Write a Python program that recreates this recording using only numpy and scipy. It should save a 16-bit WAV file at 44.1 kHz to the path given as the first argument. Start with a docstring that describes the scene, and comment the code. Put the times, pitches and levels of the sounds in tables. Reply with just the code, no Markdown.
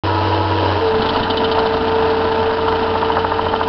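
"""Loader starting a plate compactor

A gravel yard, a small camera microphone a few metres from a diesel skid-steer loader at high revs.
It starts a hydraulic plate compactor: the engine sags under the load and the pump begins to whine.
The eccentric weight rattles the steel mount once a turn: bright clanks at first, then a duller,
regular knocking as the plate settles on the ground."""
import sys
import numpy as np
from scipy import signal
from scipy.fft import rfft, irfft
from scipy.io import wavfile
from scipy.ndimage import uniform_filter1d, minimum_filter1d

SR = 44100
rng = np.random.default_rng(int(sys.argv[2]) if len(sys.argv) > 2 else 0)


def to_wav(sig):
    """Store sig (one row per channel, or 1-D mono) as 16-bit WAV at the path in sys.argv[1].

    Samples outside -1..1 are clipped; the rate is SR.
    """
    pcm = np.clip(np.atleast_2d(sig), -1, 1) * 32767
    pcm = np.round(pcm).astype(np.int16)
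    wavfile.write(sys.argv[1], SR, pcm.T)  # frames by channels


N = 162288
T = np.arange(N) / SR


def amp(db):
    """Decibels to gain."""
    return 10 ** (np.asarray(db) / 20)


def unit(x):
    """Scale to rms 1."""
    return x / np.sqrt(np.mean(x ** 2) + 1e-18)


def curve(rows, t=T):
    """Straight lines through (time, value) rows."""
    return np.interp(t, *np.array(rows, float).T)


def colour(x, rows):
    """Filter by a spectrum (f/Hz, relative level/dB), then scale to rms 1."""
    hz, db = np.array(rows, float).T
    f = np.maximum(np.arange(N // 2 + 1) * SR / N, 1)
    gain = amp(np.interp(np.log(f), np.log(hz), db))
    return unit(irfft(rfft(x) * gain, N))


def walk(rate_hz):
    """Smooth random wandering, rms 1."""
    size = max(int(SR / rate_hz), 2)
    drift = uniform_filter1d(rng.standard_normal(N), size, mode="wrap")
    return unit(uniform_filter1d(drift, size, mode="wrap"))


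def ring(x, modes):
    """Drive decaying modes (f/Hz, t60/s, gain/dB) with x."""
    out = 0
    for hz, t60, db in modes:
        pole = np.exp((2j * np.pi * hz - np.log(1000) / t60) / SR)
        out = out + amp(db) * signal.lfilter([1], [1, -pole], x).imag
    return out


def blow(x, size=200):
    """Scale a blow so that its loudest few milliseconds have rms 1."""
    return x / np.sqrt(uniform_filter1d(x ** 2, size).max())


def add(out, x, at):
    """Mix x into out at a time in seconds."""
    i = int(np.clip(at * SR, 0, N))
    out[i:i + len(x)] += x[:N - i]


def tones(turns, rows, load, flutter_db, jitter):
    """Harmonics of a rotation that waver and change their balance with load."""
    out = 0
    for order, free_db, loaded_db in rows:
        gain = amp(free_db) * (1 - load) + amp(loaded_db) * load
        flutter = amp(flutter_db * min(order / 10, 1) * walk(40))
        phase = 2 * np.pi * (order * turns + rng.random()) + jitter * np.sqrt(order) * walk(6.7)
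        out = out + np.sqrt(2) * gain * flutter * np.sin(phase)
    return out


# free-running clatter: f/Hz, relative level/dB
CLATTER_SPECTRUM = [(30, -10.5), (60, -4), (140, -10.5), (210, -8.5), (330, -0.5), (480, -0.5), (640, 1),
                    (800, -2.5), (1000, 2.5), (1150, -6), (1600, -5), (1850, -13), (2250, -18),
                    (2650, -11.5), (3100, -8.5), (3450, -18.5), (4000, -13.5), (4500, -19), (5050, -18.5),
                    (6300, -21), (8000, -35.5)]
# the clatter labours as the valve opens: t/s, level/dB before the load fades it out
CLATTER_LEVEL = [(.05, -20.5), (.6, -21), (.72, -18.5), (.78, -20), (.9, -16)]
# exhaust tones: multiple of crank speed, free level/dB, loaded level/dB
EXHAUST_TONES = [(2, -21.5, -32.5), (4, -41.5, -41.5), (5, -42.5, -42), (6, -44, -48), (8, -42.5, -54),
                 (9, -28.5, -39), (10, -29, -46.5), (12, -33, -53.5), (14, -45.5, -41.5), (18, -27, -36),
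                 (20, -28, -30), (22, -36, -37), (27, -40.5, -40), (30, -50, -40)]
# fan tones: multiple of blade rate, free level/dB, loaded level/dB
FAN_TONES = [(1, -27, -35), (2, -43, -35.5), (3, -28, -56.5), (4, -38, -41.5)]


def engine(crank, load, firing_depth=0.32, decay_periods=0.36, blade_passes_per_turn=6.775):
    """The diesel, a few metres off: exhaust and fan tones, and clatter swelling at two firings a turn."""
    firing = unit(np.exp(-(2 * crank % 1) / decay_periods))
    pulsing = unit(1 - firing_depth + firing_depth * firing) * amp(0.78 * walk(25))
    clatter = colour(rng.standard_normal(N) * pulsing, CLATTER_SPECTRUM) * amp(curve(CLATTER_LEVEL))
    exhaust = tones(crank, EXHAUST_TONES, load, flutter_db=1.7, jitter=0.042)
    surge_db = 2 * np.exp(-((T - 0.735) / 0.048) ** 2)  # a swell as it takes up the load
    labour_db = 1.95 * load * walk(15)
    fan = tones(blade_passes_per_turn * crank, FAN_TONES, load, flutter_db=-1.5, jitter=0.48)
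    return clatter * np.sqrt(1 - load) + exhaust * amp(labour_db + surge_db) + fan


# the pump's whine: t/s, level/dB
WHINE_LEVEL = [(.72, -36), (.79, -38), (.82, -19.5), (.87, -17), (.97, -16.5), (1.08, -23), (1.25, -28.5),
               (1.39, -19), (1.93, -20), (2.02, -16.5), (2.27, -19), (2.9, -20), (3.24, -23), (3.68, -23.5)]


def pump(crank, shaft, order=10, waver_db=1.26):
    """The loaded hydraulic pump sings one strong note, trembling with the compactor."""
    tremble = 1 + .1 * np.sin(2 * np.pi * shaft)
    gain = amp(curve(WHINE_LEVEL) + waver_db * walk(25))
    return np.sqrt(2) * gain * tremble * np.sin(2 * np.pi * order * crank + 0.066 * walk(25))


# engine and shaking steel under load: f/Hz, relative level/dB
RATTLE_SPECTRUM = [(150, -6.5), (350, -1.5), (520, -3.5), (650, 3), (800, 1.5), (960, 5), (1120, -6),
                   (1400, -2.5), (1800, -9), (2250, -17.5), (2650, -10.5), (3050, -10.5), (3400, -16),
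                   (3900, -15.5), (4500, -19.5), (5000, -21), (6300, -21.5), (8000, -39.5)]
# that rattle at full load: t/s, level/dB
RATTLE_LEVEL = [(.8, -23.5), (1.15, -19), (1.3, -21.5), (1.6, -20), (1.8, -22), (2.05, -20), (2.45, -21.5),
                (2.7, -21.5), (3.0, -21.5), (3.1, -22.5), (3.68, -23)]
# the plate drumming on the yard floor: f/Hz, relative level/dB
GROUND_SPECTRUM = [(22, -1.5), (42, -4.5), (58, 3.5), (80, -4.5), (155, -10.5), (195, 4), (232, 13.5),
                   (290, 9), (360, -15), (500, -43.5)]
# that drumming: t/s, level/dB
GROUND_LEVEL = [(.1, -39), (.8, -42), (.93, -37.5), (1.05, -25), (1.35, -28.5), (2.0, -30.5), (2.35, -32.5),
                (2.9, -32.5), (3.68, -33.5)]


def shaking(shaft, load, depth=0.13, offset_turns=0.081, grit_db=2, hum_order=4):
    """Dense small contacts rattle the frame; the plate hums and drums on the ground."""
    swell = 1 + depth * np.cos(4 * np.pi * (shaft - offset_turns))  # at both ends of the stroke
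    contacts = rng.standard_normal(N) * amp(grit_db * walk(620)) * swell
    rattle = colour(contacts, RATTLE_SPECTRUM) * amp(curve(RATTLE_LEVEL)) * np.sqrt(load)
    hum = np.sin(2 * np.pi * hum_order * shaft) * amp(-41 + 2 * walk(6)) * load
    drumming = colour(rng.standard_normal(N) * swell, GROUND_SPECTRUM) * amp(curve(GROUND_LEVEL))
    return rattle + hum + drumming


# plate modes: f/Hz, t60/s, relative gain/dB
PLATE_MODES = [(634, 0.016, 0.5), (957, 0.0094, 24.5), (1030, 0.0062, 2.5), (1310, 0.034, 3.5),
               (1650, 0.004, -3.5)]


def plate(push, band_hz=(480, 1900)):
    """The struck plate rings; the gravel cushions it and takes its treble."""
    cushion = signal.butter(5, band_hz, "band", fs=SR, output="sos")
    return blow(signal.sosfilt(cushion, ring(push, PLATE_MODES)))


def crunch(decay_s=0.011, size=2500):
    """A short burst of noise makes the plate crunch."""
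    return plate(rng.standard_normal(size) * np.exp(-T[:size] / decay_s))


# the plate's knock: t/s, peak level/dB
KNOCK_LEVEL = [(.8, -24.5), (1.65, -24), (2.28, -27.5), (2.35, -17), (2.45, -17), (2.88, -18), (3.03, -11),
               (3.1, -11.5), (3.18, -14), (3.25, -8), (3.33, -9.5), (3.4, -7), (3.47, -12), (3.54, -8),
               (3.62, -8)]
# heavier jolts of the whole plate as it beds in: t/s, peak level/dB
JOLTS = [(.943, -19), (1.092, -25), (1.158, -16), (1.168, -19.5), (1.236, -28), (1.574, -16), (1.584, -13),
         (1.659, -16.5), (1.742, -17), (2.682, -13), (2.955, -15.5), (3.171, -11.5)]


def knocks(turn_times, lead_s=.0172, gap_s=.0033, edge_db=-5, crunch_db=-14):
    """Just before each clank the plate touches down on one edge, then lands flat on the gravel."""
    out = np.zeros(N)
    strike = plate(signal.unit_impulse(2500))
    for lands in turn_times - lead_s:
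        gain = amp(curve(KNOCK_LEVEL, lands))
        add(out, gain * amp(edge_db) * strike, lands - gap_s * rng.uniform(0.93, 1.05))
        add(out, gain * (strike + amp(crunch_db) * crunch()), lands)
    for at, db in JOLTS:
        add(out, amp(db) * crunch(), at - gap_s)
    return out


# modes of the steel mount: f/Hz, t60/s, relative gain/dB
MOUNT_MODES = [(2660, .05, -15), (2850, 0.082, -8), (3047, 0.038, 14), (3013, 0.081, 6.5),
               (3260, 0.016, -6.5), (3612, 0.039, 2.5), (3700, .03, -15), (4430, 0.019, -20.5)]


def clank(ring_db, scrape_db, chatter_s=0.0089, scrape_s=.014, attack_s=0.00033, size=4000):
    """The loose mount chatters on its pins: ringing steel and a bright scrape that holds briefly."""
    t = T[:size]
    chatter, friction = rng.standard_normal((2, size)) * (1 - np.exp(-t / attack_s))
    band = signal.butter(3, (2850, 4600), "band", fs=SR, output="sos")
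    steel = blow(signal.sosfilt(band, ring(chatter * np.exp(-t / chatter_s), MOUNT_MODES)))
    scrape = blow(signal.sosfilt(band, friction) / (1 + (t / scrape_s) ** 3))
    return amp(ring_db) * steel + amp(scrape_db) * scrape


# the ring in each clank: t/s, peak level/dB
RING_LEVEL = [(.95, -52.5), (1.02, -26), (1.09, -26), (1.16, -26), (1.3, -20.5), (1.44, -21), (1.66, -33.5),
              (1.81, -32), (1.95, -35), (2.3, -33.5), (2.55, -35), (2.7, -27.5), (3.0, -34.5), (3.12, -26),
              (3.28, -33), (3.49, -26), (3.68, -29.5)]
# the steel-on-steel scrape in each clank: t/s, peak level/dB
SCRAPE_LEVEL = [(.88, -31), (.95, -34), (1.02, -26), (1.09, -23), (1.16, -28), (1.3, -24), (1.44, -25.5),
                (1.66, -25.5), (1.81, -37), (1.95, -33), (2.3, -39), (2.7, -36), (3.63, -41)]
# lighter clanks on the return stroke while the plate beds in: t/s, peak scrape level/dB
REBOUNDS = [(0.985, -32.5), (1.058, -28), (1.134, -30.5), (1.199, -31.5), (1.551, -35), (1.764, -32)]


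def clanks(turn_times, lead_s=0.00125):
    """The mount clanks once a turn, with a few scraping rebounds in between."""
    out = np.zeros(N)
    for at in turn_times:
        add(out, clank(curve(RING_LEVEL, at), curve(SCRAPE_LEVEL, at)), at - lead_s)
    for at, db in REBOUNDS:
        add(out, clank(ring_db=db - 8, scrape_db=db), at)
    return out


# dull thumps as the plate starts: t/s, peak level/dB
THUMPS = [(0.944, -20), (.995, -14), (1.16, -21), (1.206, -17), (1.259, -25), (1.75, -22)]
# modes of the ground: f/Hz, t60/s, relative gain/dB
GROUND_MODES = [(45, 0.06, -11.5), (134.5, 0.097, -8.5), (223, 0.089, 2), (272, 0.034, 0)]


def thumps(push_s=0.0033, size=6000):
    """The plate's first soft landings boom in the yard floor."""
    out = np.zeros(N)
    push = np.sin(np.pi * np.minimum(T[:size] / push_s, 1)) ** 2
    boom = blow(ring(push, GROUND_MODES))
    for at, db in THUMPS:
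        add(out, amp(db) * boom, at)
    return out


# crankshaft speed, sagging under load: t/s, f/Hz
CRANK_SPEED = [(0, 47.8), (.6, 47.65), (.75, 46.8), (.87, 44.4), (.97, 44.2), (1.15, 44.6), (1.35, 44.72),
               (3.68, 44.72)]
# speed of the eccentric weight once started: t/s, f/Hz
SHAFT_SPEED = [(1.40, 14.2), (1.48, 13.71)]


def scene(valve_s=0.806, valve_ramp_s=0.23, shaft_start_s=.808):
    """Loader and compactor in the open yard, in mono; the load rises as the hydraulic valve opens."""
    load = np.clip((T - valve_s) / valve_ramp_s + .5, 0, 1)
    crank = np.cumsum(curve(CRANK_SPEED) * (1 + 0.0009 * walk(6.9))) / SR  # angles in turns
    shaft = np.cumsum(curve(SHAFT_SPEED) * (T > shaft_start_s)) / SR
    turn_times = np.interp(np.arange(1, shaft[-1]), shaft, T)
    running = engine(crank, load) + pump(crank, shaft) + shaking(shaft, load)
    return (running + clanks(turn_times) + knocks(turn_times) + thumps())[None]


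# the microphone's treble roll-off: f/Hz, gain/dB
MIC_RESPONSE = [(0, 0), (5050, 0), (5500, -13), (6100, -25), (7000, -50), (22050, -80)]


def record(dry, opens_s=.036, ceiling=.72, limiter_s=.002, top_hz=6100):
    """A small camera microphone opens just after the start, limits the peaks and loses the treble."""
    hz, db = np.array(MIC_RESPONSE, float).T
    rolloff = signal.firwin2(255, hz, amp(db), fs=SR)
    dull = signal.fftconvolve(dry, rolloff[None], "same")
    size = int(limiter_s * SR)
    reduction = ceiling / np.maximum(np.abs(dull), ceiling)
    gain = uniform_filter1d(minimum_filter1d(reduction, 2 * size), size)
    lowpass = signal.ellip(10, .2, 80, top_hz, fs=SR, output="sos")
    return signal.sosfilt(lowpass, dull * gain * (T > opens_s))


dry = scene()
out = record(dry)
to_wav(out)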